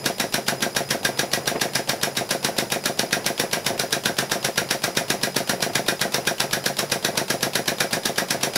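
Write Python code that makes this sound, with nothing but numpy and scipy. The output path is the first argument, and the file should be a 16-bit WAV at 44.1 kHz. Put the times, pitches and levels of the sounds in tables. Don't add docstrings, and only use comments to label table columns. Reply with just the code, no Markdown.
import sys
import numpy as np
from scipy import signal
from scipy.fft import rfft, irfft, next_fast_len
from scipy.io import wavfile

SR = 44100
rng = np.random.default_rng(int(sys.argv[2]) if len(sys.argv) > 2 else 0)


def store_pcm(level_fs):
    pcm = np.round(np.clip(level_fs, -1, 1) * 32767).astype(np.int16)
    wavfile.write(sys.argv[1], SR, np.atleast_2d(pcm).T)


N = 378333

# (t/s, impulse level/dB)
KNOCKS = [(1.546, 15), (1.553, 15), (1.558, 20.5), (1.565, 7), (1.575, 5), (1.879, 13), (1.886, 10),
          (3.735, 10), (3.752, 11), (5.6, 11), (5.698, 16)]
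# (f/Hz, gain at resonance/dB, t60/s)
FRAME_MODES = [(142.3, -4.5, 0.5), (185.8, -4, 0.34), (221, -2, 0.53), (351.5, -8, 0.35), (391, -4, 0.15),
               (542, -9, 0.41), (687, -9, 0.077), (905, 3, 0.24)]
# (f/Hz, level relative to the stroke's ring/dB, t60/s)
STEEL_MODES = [(1388, -5.5, 0.14), (1493, 1, 0.088), (1595, 1.5, 0.17), (1647, 8, 0.07), (1785, -3.5, 0.17),
               (1986, -7, 0.25), (2316, -10.5, 0.3), (2447, -2.5, 0.16), (3703, 3, 0.095), (3840, -9, 0.11),
               (5790, -3.5, 0.19)]
# (f/Hz before the sag,
# width/Hz, level before the sag/dB)
WHISTLE_BANDS = [(5050, 120, -42), (7100, 200, -52.5), (9100, 160, -55), (11030, 170, -49.5)]
# (f/Hz before the default stretch, width/Hz, level/dB)
DRONE = [(142.3, 4.9, -49.5), (193.6, 20, -54), (219, 29, -53), (464.4, 82, -54)]
# (f/Hz before
# the default stretch, width/Hz, level relative to the rush/dB)
RUSH_BANDS = [(5830, 490, -8), (10420, 220, -14.5)]
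# (f/Hz, level per Hz/dB)
BLAST_SPECTRUM = [(40, -25), (170, -11), (290, 4.5), (500, 5), (1150, -6.5), (1600, 0.5), (2100, -2.5),
                  (3000, -3), (4000, 1.5), (5900, 0.5), (6900, -7), (8700, -9), (10300, -3.5), (15000, -17)]
TICK_SPECTRUM = [(200, -10), (900, 3.5), (1400, -7), (2000, -6.5), (2800, 0), (3800, -1.5), (4700, -2.5),
                 (6300, -9.5), (8000, -10.5), (10000, -11.5), (12000, -10.5), (15000, -22)]
HISS_SPECTRUM = [(1000, -3.5), (2000, -0.5), (3000, -5.5), (5500, 1.5), (8000, -10), (10500, -5),
                 (12500, -7), (15000, -9)]
RUMBLE_SPECTRUM = [(25, -38), (65, -28), (100, -1), (140, -3.5), (300, -3), (450, -0.5), (700, -1.5),
                   (1200, -12.5), (2500, -15.5), (8000, -54)]
VENT_SPECTRUM = [(50, -21), (150, -6), (500, 7.5), (1150, 1.5), (1600, 0.5), (2100, 3), (3000, -2),
                 (4000, -0.5), (5900, -5.5), (7000, -4), (8700, -9.5), (10300, -9), (15000, -12)]
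SCRAPE_SPECTRUM = [(100, -18), (450, 3), (1000, -7), (2500, -15), (8000, -39)]
# (f/Hz, level/dB)
WET = [(100, 6), (400, -13), (800, -7), (1500, 0), (3000, -8), (6000, -8.5), (10000, -7), (15000, -4)]
# (f/Hz, t60/s)
ROOM_T60 = [(150, 0.19), (1500, 0.23), (5000, 0.14), (14000, 0.22)]
# (t/s, gain)
ECHOES = [(0, 1), (.00114, .5), (.00438, .26), (.00571, .63), (.0071, .32), (.00862, .43), (.0112, .2),
          (.013, .19), (.0147, .26), (.0163, .23), (.0259, .2)]
# (t/s, lead before the blast/s)
TICK_LEAD = [(0, 0.01845), (8.5, 0.0236)]
# (t/s, rate/strokes per s)
PUMP_RATE = [(0, 7.109), (1.2, 7.014), (1.5, 7.186), (2.1, 7.205), (2.6, 7.321), (3.5, 7.48), (3.85, 7.707),
             (5.1, 7.604), (5.5, 7.707), (6.8, 7.738), (7.5, 7.983), (8.5, 7.96)]
# (t/s, extra ring level/dB)
CLANGS = [(1.05, 5), (1.19, 0.5), (4.58, 3), (4.97, 4.5), (5.89, 3), (6.27, 4.5)]
# (t/s, impulse level/dB)
PISTON_FORCE = [(0, 20), (0.7, 21), (1.3, 19.5), (3, 20.5), (4.9, 19), (6.1, 21), (6.6, 18), (7.1, 20),
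                (8.5, 20)]

FIRST_STROKE_S = 0.0613
BLAST_DB, BLAST_SPREAD_DB = -21, 0.17
RING_DB, RING_SPREAD_DB = -30.5, 1.2
LANDING_DELAY_S, LANDING_SHARE = 0.024, 0.103
PISTON_SPREAD_DB = 0.23
THUMP_SEND = 0.51
CUTOFF_HZ = 15600


def from_db(db):
    return 10 ** (np.asarray(db) / 20)


def rms_one(x):
    return x / np.sqrt(np.mean(x ** 2) + 1e-20)


def at_hz(points, hz):
    f, value = np.transpose(points)
    return np.interp(np.log(np.maximum(hz, 1)), np.log(f), value)


def colour(x, spectrum):
    size = 2 * next_fast_len(N // 2 + SR // 4)
    gain = rms_one(from_db(at_hz(spectrum, np.fft.rfftfreq(size, 1 / SR))))
    cepstrum = irfft(np.log(gain))
    cepstrum[1:size // 2] *= 2
    cepstrum[size // 2 + 1:] = 0
    response = np.exp(rfft(cepstrum))
    return irfft(rfft(x, size) * response)[:N]


def clicks(times, gains):
    at = np.round(np.asarray(times) * SR).astype(int)
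    return np.bincount(np.clip(at, 0, N), gains * np.ones(len(at)), N + 1)[:N]


def puffs(times, levels_db, rise_s, fall_s):
    t = np.arange(-SR // 20, SR // 10) / SR
    shape = np.exp(np.minimum(t / rise_s, -t / fall_s))
    envelope = signal.fftconvolve(clicks(times, from_db(levels_db)), shape)
    return envelope[np.argmax(shape):][:N]


def ring(x, hz, t60):
    radius = from_db(-60 / (t60 * SR))
    angle = 2 * np.pi * hz / SR
    poles = [1, -2 * radius * np.cos(angle), radius * radius]
    return signal.lfilter([0, np.sin(angle)], poles, x + 1e-18)


def narrow_noise(peaks, stretch=0.97):
    clock = np.cumsum(stretch * np.ones(N)) / SR
    out = 0
    for hz, width, db in peaks:
        lowpass = signal.butter(2, width / 2, fs=SR, output="sos")
        slow = signal.sosfilt(lowpass, rng.standard_normal((2, N + SR // 2)))[:, -N:]
        phase = 2 * np.pi * hz * clock
        band = slow[0] * np.cos(phase) + slow[1] * np.sin(phase)
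        out = out + from_db(db) * rms_one(band)
    return out


def flutter(per_s, depth_db):
    knots = rng.standard_normal(N // 8)
    wander = np.interp(np.arange(N) * per_s / SR, np.arange(len(knots)), knots)
    return rms_one(from_db(depth_db * wander))


def strokes():
    edges = [FIRST_STROKE_S]
    while edges[-1] < N / SR:
        rate = np.interp(edges[-1], *np.transpose(PUMP_RATE))
        edges.append(edges[-1] + 1 / rate)
    return np.array(edges[:-1]), np.diff(edges)


def accents(times, rows):
    nearest = [np.argmin(abs(times - s)) for s, _ in rows]
    return np.bincount(nearest, [db for _, db in rows], len(times))


def background(rumble_db):
    rumble = colour(rng.standard_normal(N), RUMBLE_SPECTRUM) * flutter(per_s=20, depth_db=3.0)
    return from_db(rumble_db) * rumble + narrow_noise(DRONE)


def garage(x):
    t = np.arange(SR // 3) / SR
    hz = np.fft.rfftfreq(len(t), 1 / SR)
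    white = rfft(rng.standard_normal(len(t)))
    slap = 1 + .5 * np.exp(-((t - .036) / 0.0026) ** 2)
    onset = np.clip((t - .002) / 0.011, 0, 1)
    tail = 0
    edges = np.geomspace(40, SR / 2, 14)
    for low, high in zip(edges, edges[1:]):
        centre = np.sqrt(low * high)
        decay = np.exp(-np.log(1000) * t / at_hz(ROOM_T60, centre)) * onset * slap
        band = irfft(white * (hz >= low) * (hz < high), len(t))
        tail = tail + band * decay / np.sqrt(np.sum(decay ** 2)) * from_db(at_hz(WET, centre))
    return x + signal.fftconvolve(x, tail)[:N]


def supply(times, hiss_db, sag_db, glide):
    sag = puffs(times + 0.0212, np.zeros(len(times)), rise_s=0.02, fall_s=0.039)
    whistle = narrow_noise(WHISTLE_BANDS, 1 - glide * sag) * from_db(sag_db * sag)
    return whistle + from_db(hiss_db) * colour(rng.standard_normal(N), HISS_SPECTRUM)


def scrape(grit_db, fall_s):
    times, levels_db = np.transpose(KNOCKS)
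    slip = puffs(times, levels_db + grit_db, rise_s=0.001, fall_s=fall_s)
    return colour(slip * rng.standard_normal(N), SCRAPE_SPECTRUM)


def valve(times, tick_db, seep_db):
    chance = rng.standard_normal((len(times), 2))
    at = times - np.interp(times, *np.transpose(TICK_LEAD)) + 0.00043 * chance[:, 0]
    tick = puffs(at, tick_db + 2.1 * chance[:, 1], rise_s=0.00022, fall_s=0.0016)
    seep = puffs(at, seep_db + chance[:, 1], rise_s=0.00073, fall_s=0.03)
    return colour((tick + seep) * rng.standard_normal(N), TICK_SPECTRUM)


def thump(times, levels_db, low_hz, high_hz):
    highpass = signal.butter(2, low_hz, "high", fs=SR, output="sos")
    lowpass = signal.butter(6, high_hz, fs=SR, output="sos")
    blows = 1e-18 - clicks(times, from_db(levels_db))
    return signal.sosfilt(lowpass, signal.sosfilt(highpass, blows))


def frame(x):
    near = signal.fftconvolve(x, clicks(*np.transpose(ECHOES))[:SR // 20])[:N]
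    out = near
    for hz, db, t60 in FRAME_MODES:
        quality = hz * t60 * np.pi / np.log(1000)
        out = out + from_db(db) * signal.lfilter(*signal.iirpeak(hz, quality, fs=SR), near)
    return out


def cylinder(times, ring_db, spread_db):
    out = 0
    for hz, db, t60 in STEEL_MODES:
        chance = rng.standard_normal((len(times), 2))
        strikes = clicks(times + 0.000796 * chance[:, 0], from_db(ring_db + db + spread_db * chance[:, 1]))
        out = out + ring(strikes, hz, t60)
    return out


def vent(times, levels_db, fall_s):
    rush = colour(rng.standard_normal(N), VENT_SPECTRUM) + narrow_noise(RUSH_BANDS)
    return rush * puffs(times + 0.0054, levels_db, rise_s=0.0051, fall_s=fall_s)


def exhaust(times, blast_db, air_db, crack_db, tint_db):
    burst = puffs(times, blast_db + air_db, rise_s=0.0031, fall_s=0.0034)
    air = burst * rng.standard_normal(N) * flutter(per_s=2500, depth_db=1.0)
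    chance = rng.standard_normal((len(times), 2, 3))
    for k in range(chance.shape[2]):
        crack_gains = from_db(blast_db + crack_db) * chance[:, 1, k]
        air = air + clicks(times + .0011 * chance[:, 0, k], crack_gains)
    hz, _, frames = signal.stft(air, SR, nperseg=256)
    midpoints = (times[1:] + times[:-1]) / 2
    stroke = np.searchsorted(midpoints, np.linspace(0, N / SR, frames.shape[1]))
    knots = np.linspace(0, SR / 2, 28)
    chance_tints = rng.standard_normal((len(times), len(knots)))
    tints = np.array([np.interp(hz, knots, row) for row in chance_tints])
    tinted = signal.istft(frames * from_db(tint_db * tints[stroke].T), SR)[1][:N]
    return colour(tinted, BLAST_SPECTRUM)


def scene():
    times, lengths = strokes()
    chance = rng.standard_normal((len(times), 4))
    blast_db = BLAST_DB + BLAST_SPREAD_DB * chance[:, 0]
    ring_db = RING_DB + RING_SPREAD_DB * chance[:, 1] + accents(times, CLANGS)

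    ticks = valve(times, tick_db=-30.0, seep_db=-33.0)
    recoil_times = times - .003 + 0.00043 * chance[:, 2]
    recoil = thump(recoil_times, blast_db + 41.0, low_hz=209, high_hz=236.0)
    landings = times + LANDING_DELAY_S + LANDING_SHARE * lengths
    piston_db = np.interp(times, *np.transpose(PISTON_FORCE)) + PISTON_SPREAD_DB * chance[:, 3]
    piston = thump(landings, piston_db, low_hz=248, high_hz=653)
    knocks = thump(*np.transpose(KNOCKS), low_hz=287, high_hz=610)
    thumps = frame(recoil + piston + knocks)
    steel = cylinder(times, ring_db, spread_db=2.0)
    rush = vent(times, blast_db - 2.5, fall_s=0.033)
    blast = exhaust(times, blast_db, air_db=7.5, crack_db=15.0, tint_db=0.55)

    reverberant = garage(blast + ticks + THUMP_SEND * thumps)
    press = reverberant + (1 - THUMP_SEND) * thumps + rush + steel
    air_feed = supply(times, hiss_db=-45.0, sag_db=-22.0, glide=.045)
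    slips = scrape(grit_db=-46.5, fall_s=0.012)
    return (press + air_feed + background(rumble_db=-39.0) + slips)[None]


def record(dry):
    lowpass = signal.ellip(10, .1, 80, CUTOFF_HZ, fs=SR, output="sos")
    return signal.sosfilt(lowpass, 1.3 * np.tanh(dry / 1.3))


dry = scene()
out = record(dry)
store_pcm(out)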